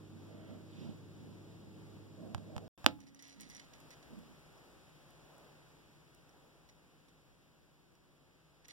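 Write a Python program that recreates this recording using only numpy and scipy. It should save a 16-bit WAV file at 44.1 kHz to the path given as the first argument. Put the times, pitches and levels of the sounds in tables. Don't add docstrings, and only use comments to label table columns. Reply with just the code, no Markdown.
import sys
import numpy as np
from scipy import signal
from scipy.fft import rfft, irfft, next_fast_len
from scipy.io import wavfile
from scipy.ndimage import map_coordinates

SR = 44100
rng = np.random.default_rng(int(sys.argv[2]) if len(sys.argv) > 2 else 0)


def dump(signal):
    limited = np.clip(np.atleast_2d(signal).T, -1, 1)
    pcm = np.round(limited * 32767).astype(np.int16)
    wavfile.write(sys.argv[1], SR, pcm)


N = 384552
PAUSE_START_S, PAUSE_END_S = 2.679, 2.777
BUTTON_S = 2.8633

# freq_hz, likeness (0-1)
PORT_LIKENESS = [(50, .55), (200, 1), (700, 0.2), (3000, 0.01)]
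# freq_hz, gain_db
FAN_EQ = [(25, -39.5), (50, -9.5), (70, -12.5), (110, -5.5), (165, -0.5), (250, -9), (320, -7),
          (420, -13.5), (700, -24.5), (1400, -31), (4000, -35), (8000, -43), (15000, -49.5)]
# pitch_hz, level_db, far_port_gain_db
COMPUTER_HUM = [(100.5, -53.5, -3), (152.7, -61, -1.5), (202, -69.5, -1), (316, -64.5, 0.5)]

# centre_s, level_db, upper_mode_share (0-1), half_length_s
RUB_STROKES = [(0.154, -55.5, 0.15, 0.031), (0.351, -56.5, 0.9, 0.052), (0.532, -52, 0.57, 0.06),
               (0.851, -43, 0.08, 0.052), (1.27, -54, 0, .06), (1.662, -62, 0.35, 0.055),
               (2.254, -49, 0.78, 0.05), (2.379, -52, 0.57, 0.039), (2.545, -51, 0.8, 0.048),
               (2.636, -55.5, 1, 0.045), (3.418, -53.5, 0, 0.041), (3.52, -58.5, 0, 0.088),
               (4.125, -55, 0.23, 0.02), (4.193, -54.5, 0.2, 0.046), (4.324, -61, 0.17, 0.022)]
# pitch_hz, width_hz, gain_db
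CASE_LOW_MODES = [(181.5, 60, -1.5), (233, 34, 1.5), (296, 53, -7.5)]
# pitch_hz, width_hz, gain_db
CASE_UPPER_MODES = [(454, 60, -3), (624, 55, 1), (788.4, 55, -13)]
# pitch_hz, width_hz, gain_db
BRUSH_MODES = [(1280, 450, -4), (2100, 190, -2), (3080, 500, -7)]
# freq_hz, gain_db
SLEEVE_EQ = [(1500, -11), (2400, -3.5), (3100, -3), (3800, -3), (5000, -10), (6300, -14), (9000, -22),
             (15000, -30.5)]
# start_s, click_db, thump_db, rattle_vs_click_db
KNOCK_HITS = [(2.3473, -23.5, -28.5, -23), (2.3805, -41, -39.5, -18), (2.5649, -29.5, -31, -25.5),
              (2.5806, -29.5, -43, -18), (2.8439, -33.5, -34, -13), (2.991, -47, -60, -18)]
# freq_hz, gain_db
KNOCK_EQ = [(40, -19.5), (450, -6), (800, 8.5), (1200, 1.5), (2000, -3.5), (3500, -8), (8000, -17.5),
            (15000, -32.5)]
# pitch_hz, level_db, t60_s
CASE_RING = [(87, -4, 0.7), (176, -8, 0.51), (209, -16, 1.8), (275, -3.5, 2.2), (303, 0, 0.36),
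             (519, -4.5, 0.24), (635, 1.5, 0.16), (710, -2.5, 0.19), (845, -6, 0.4), (1035, -12.5, 0.26),
             (1255, -14, 0.24), (1350, -6, 0.14), (1798, -17, .24)]

# freq_hz, gain_db
RUMBLE_EQ = [(25, -14), (50, 1), (80, -6), (120, -3.5), (155, 0.5), (200, -7.5), (320, -7.5), (500, -21),
             (1200, -39)]
# time_s, level_db
ROOM_HUM_RIDE = [(3.7, -73.5), (4.7, -71), (5.8, -65.5), (6.2, -77.5), (7.7, -82), (8.7, -79)]
# freq_hz, gain_db
HISS_EQ = [(100, -8), (500, 3.5), (800, -1), (1400, -3.5), (3000, -7), (6000, -13.5), (7600, -18),
           (9500, -19), (11000, -19.5), (15500, -35)]
# time_s, level_db
HISS_RIDE = [(3.75, -68.5), (4.09, -70), (5.06, -71), (5.45, -70.5), (5.98, -73), (8.02, -78), (8.6, -76)]
# centre_s, level_db, half_length_s
RUSH_SWELLS = [(3.877, -70, 0.056), (4.11, -66.5, 0.07), (4.63, -69, 0.13), (5.388, -66, 0.15),
               (6.42, -71.5, .13)]
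# freq_hz, gain_db
RUSH_EQ = [(150, -22.5), (420, 3), (650, -0.5), (950, -6), (1600, -12), (4000, -29)]

# freq_hz, gain_db
SNAP_EQ = [(40, -16), (250, -1), (600, 8), (900, 3), (1300, 0.5), (1800, -2), (2900, -5), (4000, -8),
           (6000, -14), (8000, -17), (10500, -34), (15000, -44)]
# freq_hz, gain_db
BOOM_EQ = [(30, -29.5), (80, -2.5), (130, 2), (300, -3), (420, -20), (1000, -44)]
# freq_hz, gain_db
WOODY_EQ = [(200, -20.5), (450, 4), (600, 0), (750, -9.5), (870, -3.5), (1050, -10), (1330, -3),
            (1600, -19), (4000, -37.5)]

# start_s, level_db, length_s
SCRAPE_STROKES = [(3.003, -51.5, 0.024), (3.026, -59, .04), (3.066, -51.5, 0.034), (3.156, -57, 0.042),
                  (3.191, -48.5, 0.033), (3.226, -46.5, 0.074), (3.283, -49.5, 0.075), (3.365, -57, 0.048),
                  (3.399, -47, 0.011), (3.409, -46, 0.037), (3.44, -56, 0.099), (3.497, -49.5, 0.058),
                  (3.549, -52.5, 0.061), (3.596, -44, 0.0097), (3.609, -58.5, 0.059), (3.732, -56.5, 0.033),
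                  (3.804, -64, .015), (3.906, -53, 0.041), (4.027, -58.5, 0.0087), (6.689, -58.5, 0.016),
                  (7.084, -61, 0.013), (8.645, -56, 0.014), (8.683, -54, 0.055)]
# freq_hz, gain_db
SLIP_EQ = [(500, -26), (1400, -14.5), (2000, 12.5), (2600, -4), (4000, -1), (5100, -1.5), (5800, -5),
           (6600, 1.5), (7600, -19), (9200, -9.5), (10400, -25), (15500, -21.5)]
# pitch_hz, level_db, t60_s
TOY_RING = [(1950, -12, 0.011), (3140, -13, 0.031), (4240, 4, 0.018), (4880, -13.5, .04), (5790, -1, 0.04),
            (9170, -7, 0.013)]
# start_s, click_db, ring_db, pitch_hz
TICK_HITS = [(3.003, -54, -57, 5900), (3.0785, -66, -55.5, 5200), (3.147, -54, -45, 5896),
             (3.1917, -64, -53, 5040), (3.2241, -42.5, -42, 5830), (3.2805, -49, -60, 5850),
             (3.2995, -63, -54, 5530), (3.346, -70, -58, 5860), (3.3997, -57, -52.5, 5480),
             (3.4082, -38.5, -46, 5830), (3.417, -45, -53, 5800), (3.491, -53.5, -55, 5824),
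             (3.4998, -50, -47, 5799), (3.508, -51.5, -57, 5670), (3.5285, -66, -53, 6000),
             (3.549, -57, -44, 5730), (3.557, -59, -50, 5700), (3.5668, -61.5, -45, 5770),
             (3.5958, -64.5, -50, 4697), (3.7355, -59, -69, 5500), (3.802, -55.5, -75, 5600),
             (3.9061, -56, -57, 5600), (4.188, -62, -69.5, 5530), (4.578, -79, -67, 5490),
             (5.1057, -61, -73.5, 5500), (5.3816, -58, -75, 5475), (6.1482, -59.5, -72.5, 5500),
             (6.293, -66.5, -63, 5550), (6.6882, -69, -66, 5400), (7.0836, -74, -70.5, 5470),
             (7.953, -72, -69, 5450), (8.6828, -48, -58, 5800)]
# freq_hz, gain_db
TICK_EQ = [(1000, -16), (4000, -10), (6000, -2), (7500, 0), (9300, 2.5), (11500, -4.5), (15500, -1)]
# pitch_ratio, level_db, t60_s
STEEL_PARTIALS = [(.345, -5, 0.017), (.6, -18, 0.019), (1.001, -3.5, 0.027), (1.03, -3, .025),
                  (1.6, -10.5, 0.023)]

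# freq_hz, t60_s
WALL_DECAY = [(150, 0.36), (1000, 0.17), (4000, 0.2), (12000, .05)]
# freq_hz, share (0-1)
CROSSFEED = [(50, 0.61), (350, 0.5), (1000, 0.65), (8500, 0.75), (11000, .6), (15000, .4)]


def amp(db):
    return 10 ** (np.asarray(db) / 20)


def unit(x):
    return x / np.sqrt(np.mean(x ** 2) + 1e-20)


def along(points, hz):
    freqs, values = np.transpose(points)
    return np.interp(np.log(hz + 1), np.log(freqs + 1), values)


def wobble(rate_hz):
    knots = rng.standard_normal(int(N * rate_hz / SR) + 4)
    return map_coordinates(knots, [np.arange(N) * rate_hz / SR])


def bell(centre_s, half_length_s):
    return np.exp(-.5 * ((np.arange(N) / SR - centre_s) / half_length_s) ** 2)


def filtered(x, response):
    size = next_fast_len(N + SR // 2)
    return irfft(rfft(x, size) * response(np.fft.rfftfreq(size, 1 / SR)), size)[..., :N]


def add(track, start_s, sound):
    part = track[round(start_s * SR):][:len(sound)]
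    part += sound[:len(part)]


def impulse(eq, size=2048):
    cepstrum = irfft(np.log(amp(along(eq, np.fft.rfftfreq(size, 1 / SR)))))
    cepstrum[1:size // 2] *= 2
    cepstrum[size // 2 + 1:] = 0
    pulse = irfft(np.exp(rfft(cepstrum)))
    return pulse / np.abs(pulse).max()


def excite(drive, body):
    return unit(signal.fftconvolve(drive, body)[:len(drive)])


def ringing(modes, t):
    return sum(amp(db + 2 * rng.standard_normal() - 60 * t / t60) * np.sin(2 * np.pi * hz * t)
               for hz, db, t60 in modes)


def resonant_noise(modes, soft_hz=900):
    def response(f):
        body = sum((-1) ** k * amp(db) * 1j * f * width / (hz * hz - f * f + 1j * f * width)
                   for k, (hz, width, db) in enumerate(modes))
        return body / (1 + 1j * f / soft_hz) ** 2
    return unit(filtered(rng.standard_normal(N), response))


def eq_noise(eq, shape=N):
    return unit(filtered(rng.standard_normal(shape), lambda hz: amp(along(eq, hz))))


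def diffuse(eq, far_db=1.16):
    def split(hz):
        angle = np.arccos(np.clip(along(PORT_LIKENESS, hz), -1, 1)) / 2
        return np.array([np.cos(angle), np.sin(angle)])
    common, apart = filtered(eq_noise(eq, (2, N)), split)
    return np.array([common + apart, amp(far_db) * (common - apart)])


def computer(fan_db=-54.0, waver_db=0.5, far_lead_rad=0.12):
    t = np.arange(N) / SR
    ports = amp(fan_db + waver_db * wobble(12)) * diffuse(FAN_EQ)
    for hz, db, far_db in COMPUTER_HUM:
        phase = 2 * np.pi * hz * t + 0.3 * wobble(11)
        level = np.sqrt(2) * amp(db + 0.87 * wobble(6))
        ports += level * np.array([np.sin(phase), amp(far_db) * np.sin(phase + far_lead_rad)])
    return ports


def rubbing(upper_db=-3, uneven_db=1.5, brush_db=-70.0):
    low_level, upper_level = np.zeros((2, N))
    for centre_s, db, upper_share, half_length_s in RUB_STROKES:
        stroke = amp(db) * bell(centre_s, half_length_s)
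        low_level += stroke
        upper_level += stroke * upper_share
    brush_level = amp(brush_db) * bell(centre_s=.46, half_length_s=.13)
    brush = brush_level * resonant_noise(BRUSH_MODES, soft_hz=5000)
    flutter = amp(uneven_db * wobble(25))
    low = low_level * resonant_noise(CASE_LOW_MODES)
    upper = amp(upper_db) * upper_level * resonant_noise(CASE_UPPER_MODES)
    return flutter * (low + upper + brush)


def sleeve(swish_db=-64.5):
    return amp(swish_db) * bell(centre_s=.815, half_length_s=.078) * eq_noise(SLEEVE_EQ)


def case_hit(eq, thump_db, thump_hz, rattle_db, rattle_t60, ring_db, thump_t60=.078, sag_s=.027):
    t = np.arange(SR) / SR
    click = impulse(eq)
    sinking = (t + sag_s * (1 - np.exp(-t / sag_s))) / 2
    thump = np.sin(2 * np.pi * thump_hz * sinking) * amp(thump_db - 60 * t / thump_t60)
    grit = rng.standard_normal(SR) ** 3
    rattle = excite(grit, impulse(KNOCK_EQ)) * amp(rattle_db - 60 * t / rattle_t60)
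    ring = amp(ring_db) * ringing(CASE_RING, t)
    return np.pad(click, (0, SR - len(click))) + thump + rattle + ring


def knocks():
    out = np.zeros(N)
    for start_s, click_db, thump_db, rattle_db in KNOCK_HITS:
        hit = case_hit(KNOCK_EQ, thump_db - click_db, thump_hz=125,
                       rattle_db=rattle_db, rattle_t60=.024, ring_db=-39)
        add(out, start_s, amp(click_db) * hit)
    return out


def room_air(rumble_db=-61, hold_s=3.5, sink_db_per_s=1.5, hum_hz=152.5, hiss_trim_db=4.0):
    t = np.arange(N) / SR
    hum_level = amp(np.interp(t, *np.transpose(ROOM_HUM_RIDE)) + 2 * wobble(4.3))
    hum = hum_level * np.sqrt(2) * np.sin(2 * np.pi * hum_hz * t + .5 * wobble(5.5))
    rumble = amp(rumble_db - sink_db_per_s * np.maximum(t - hold_s, 0)) * diffuse(RUMBLE_EQ)
    hiss = amp(np.interp(t, *np.transpose(HISS_RIDE)) + hiss_trim_db) * diffuse(HISS_EQ)
    swells = sum(amp(db) * bell(centre_s, half_length_s) for centre_s, db, half_length_s in RUSH_SWELLS)
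    return rumble + hum + hiss + swells * diffuse(RUSH_EQ)


def button(crack_hz=2670, body_db=-5.5, rebound_s=.0233, rebound_db=-25):
    body = np.zeros(N)
    recoil = case_hit(SNAP_EQ, thump_db=-16, thump_hz=288, rattle_db=-30, rattle_t60=.045, ring_db=-32.5)
    add(body, BUTTON_S, recoil)
    add(body, BUTTON_S + rebound_s, amp(rebound_db) * impulse(SNAP_EQ))
    phase = 2 * np.pi * crack_hz * (np.arange(N) - round(BUTTON_S * SR)) / SR
    crack = -phase * np.exp((1 - phase ** 2) / 2)
    return crack - amp(body_db) * body


def snap_wash(boom_db=-41, boom_t60=0.89, woody_db=-48, woody_t60=.24):
    age = np.maximum(np.arange(N) / SR - BUTTON_S, 0)
    boom = amp(boom_db - 60 * age / boom_t60) * diffuse(BOOM_EQ)
    woody = amp(woody_db - 60 * age / woody_t60) * diffuse(WOODY_EQ)
    return (age > 0) * (boom + woody)


def toy_scrapes(trim_db=-3.5, ring_db=-6.0, fade_db=7, spikiness=1.9, attack_s=0.00092):
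    out, t = np.zeros(N), np.arange(SR // 4) / SR
    slip_click = impulse(SLIP_EQ)
    for start_s, db, length_s in SCRAPE_STROKES:
        slips = rng.standard_normal(len(t)) * rng.exponential(size=len(t)) ** spikiness
        rasp = excite(slips, slip_click)
        ring = amp(ring_db) * excite(slips, ringing(TOY_RING, t))
        attack = 1 - np.exp(-t / attack_s)
        release = amp(-fade_db * t / length_s) / (1 + (t / length_s) ** 6)
        add(out, start_s, amp(db + trim_db) * attack * release * (rasp + ring))
    return out


def toy_ticks(click_t60=0.014):
    out, t = np.zeros(N), np.arange(SR // 8) / SR
    body = impulse(TICK_EQ)
    for start_s, click_db, ring_db, pitch_hz in TICK_HITS:
        click = excite(rng.standard_normal(len(t)), body) * amp(click_db - 60 * t / click_t60)
        modes = [(ratio * pitch_hz, db, t60) for ratio, db, t60 in STEEL_PARTIALS]
        add(out, start_s, click + amp(ring_db) * ringing(modes, t))
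    return out


def wall_reverb(x):
    hz, t, noise = signal.stft(rng.standard_normal((2, SR // 2)), SR, nperseg=256)
    decay = amp(-60 * t / along(WALL_DECAY, hz)[:, None])
    tail = signal.istft(noise * decay, SR)[1]
    return signal.fftconvolve(x[None], tail / np.linalg.norm(tail[0]), axes=1)[:, :N]


def gain_control(x, threshold_db=-13, max_duck_db=8.5, attack_s=0.045, recover_db_per_s=14):
    over_db = np.maximum(20 * np.log10(np.abs(x).max(axis=0) + 1e-9) - threshold_db, 0)
    creep_db = recover_db_per_s * np.arange(N) / SR
    duck_db = np.minimum(np.maximum.accumulate(over_db + creep_db) - creep_db, max_duck_db)
    pole = np.exp(-1 / (attack_s * SR))
    return x * amp(-signal.lfilter([1 - pole], [1, -pole], duck_db))


def scene(contact_db=2.0, far_db=-22.5, reverb_db=-27.5):
    t = np.arange(N) / SR
    contact = amp(contact_db) * (rubbing() + knocks() + button() + sleeve() + toy_scrapes() + toy_ticks())
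    direct = contact * np.array([[1], [amp(far_db)]])
    ports = direct + amp(reverb_db) * wall_reverb(contact) + snap_wash()
    return (ports + computer()) * (t < PAUSE_START_S) + (ports + room_air()) * (t > PAUSE_END_S)


def record(dry, port_lag_s=.000472, top_hz=15850):
    clipped = dry / (1 + dry ** 4) ** (1 / 4)
    ports = gain_control(clipped)
    crossed = filtered(ports[::-1], lambda f: along(CROSSFEED, f) * np.exp(-2j * np.pi * f * port_lag_s))
    right, left = ports - crossed
    return filtered(np.array([left, right]), lambda hz: hz < top_hz)


dry = scene()
out = record(dry)
dump(out)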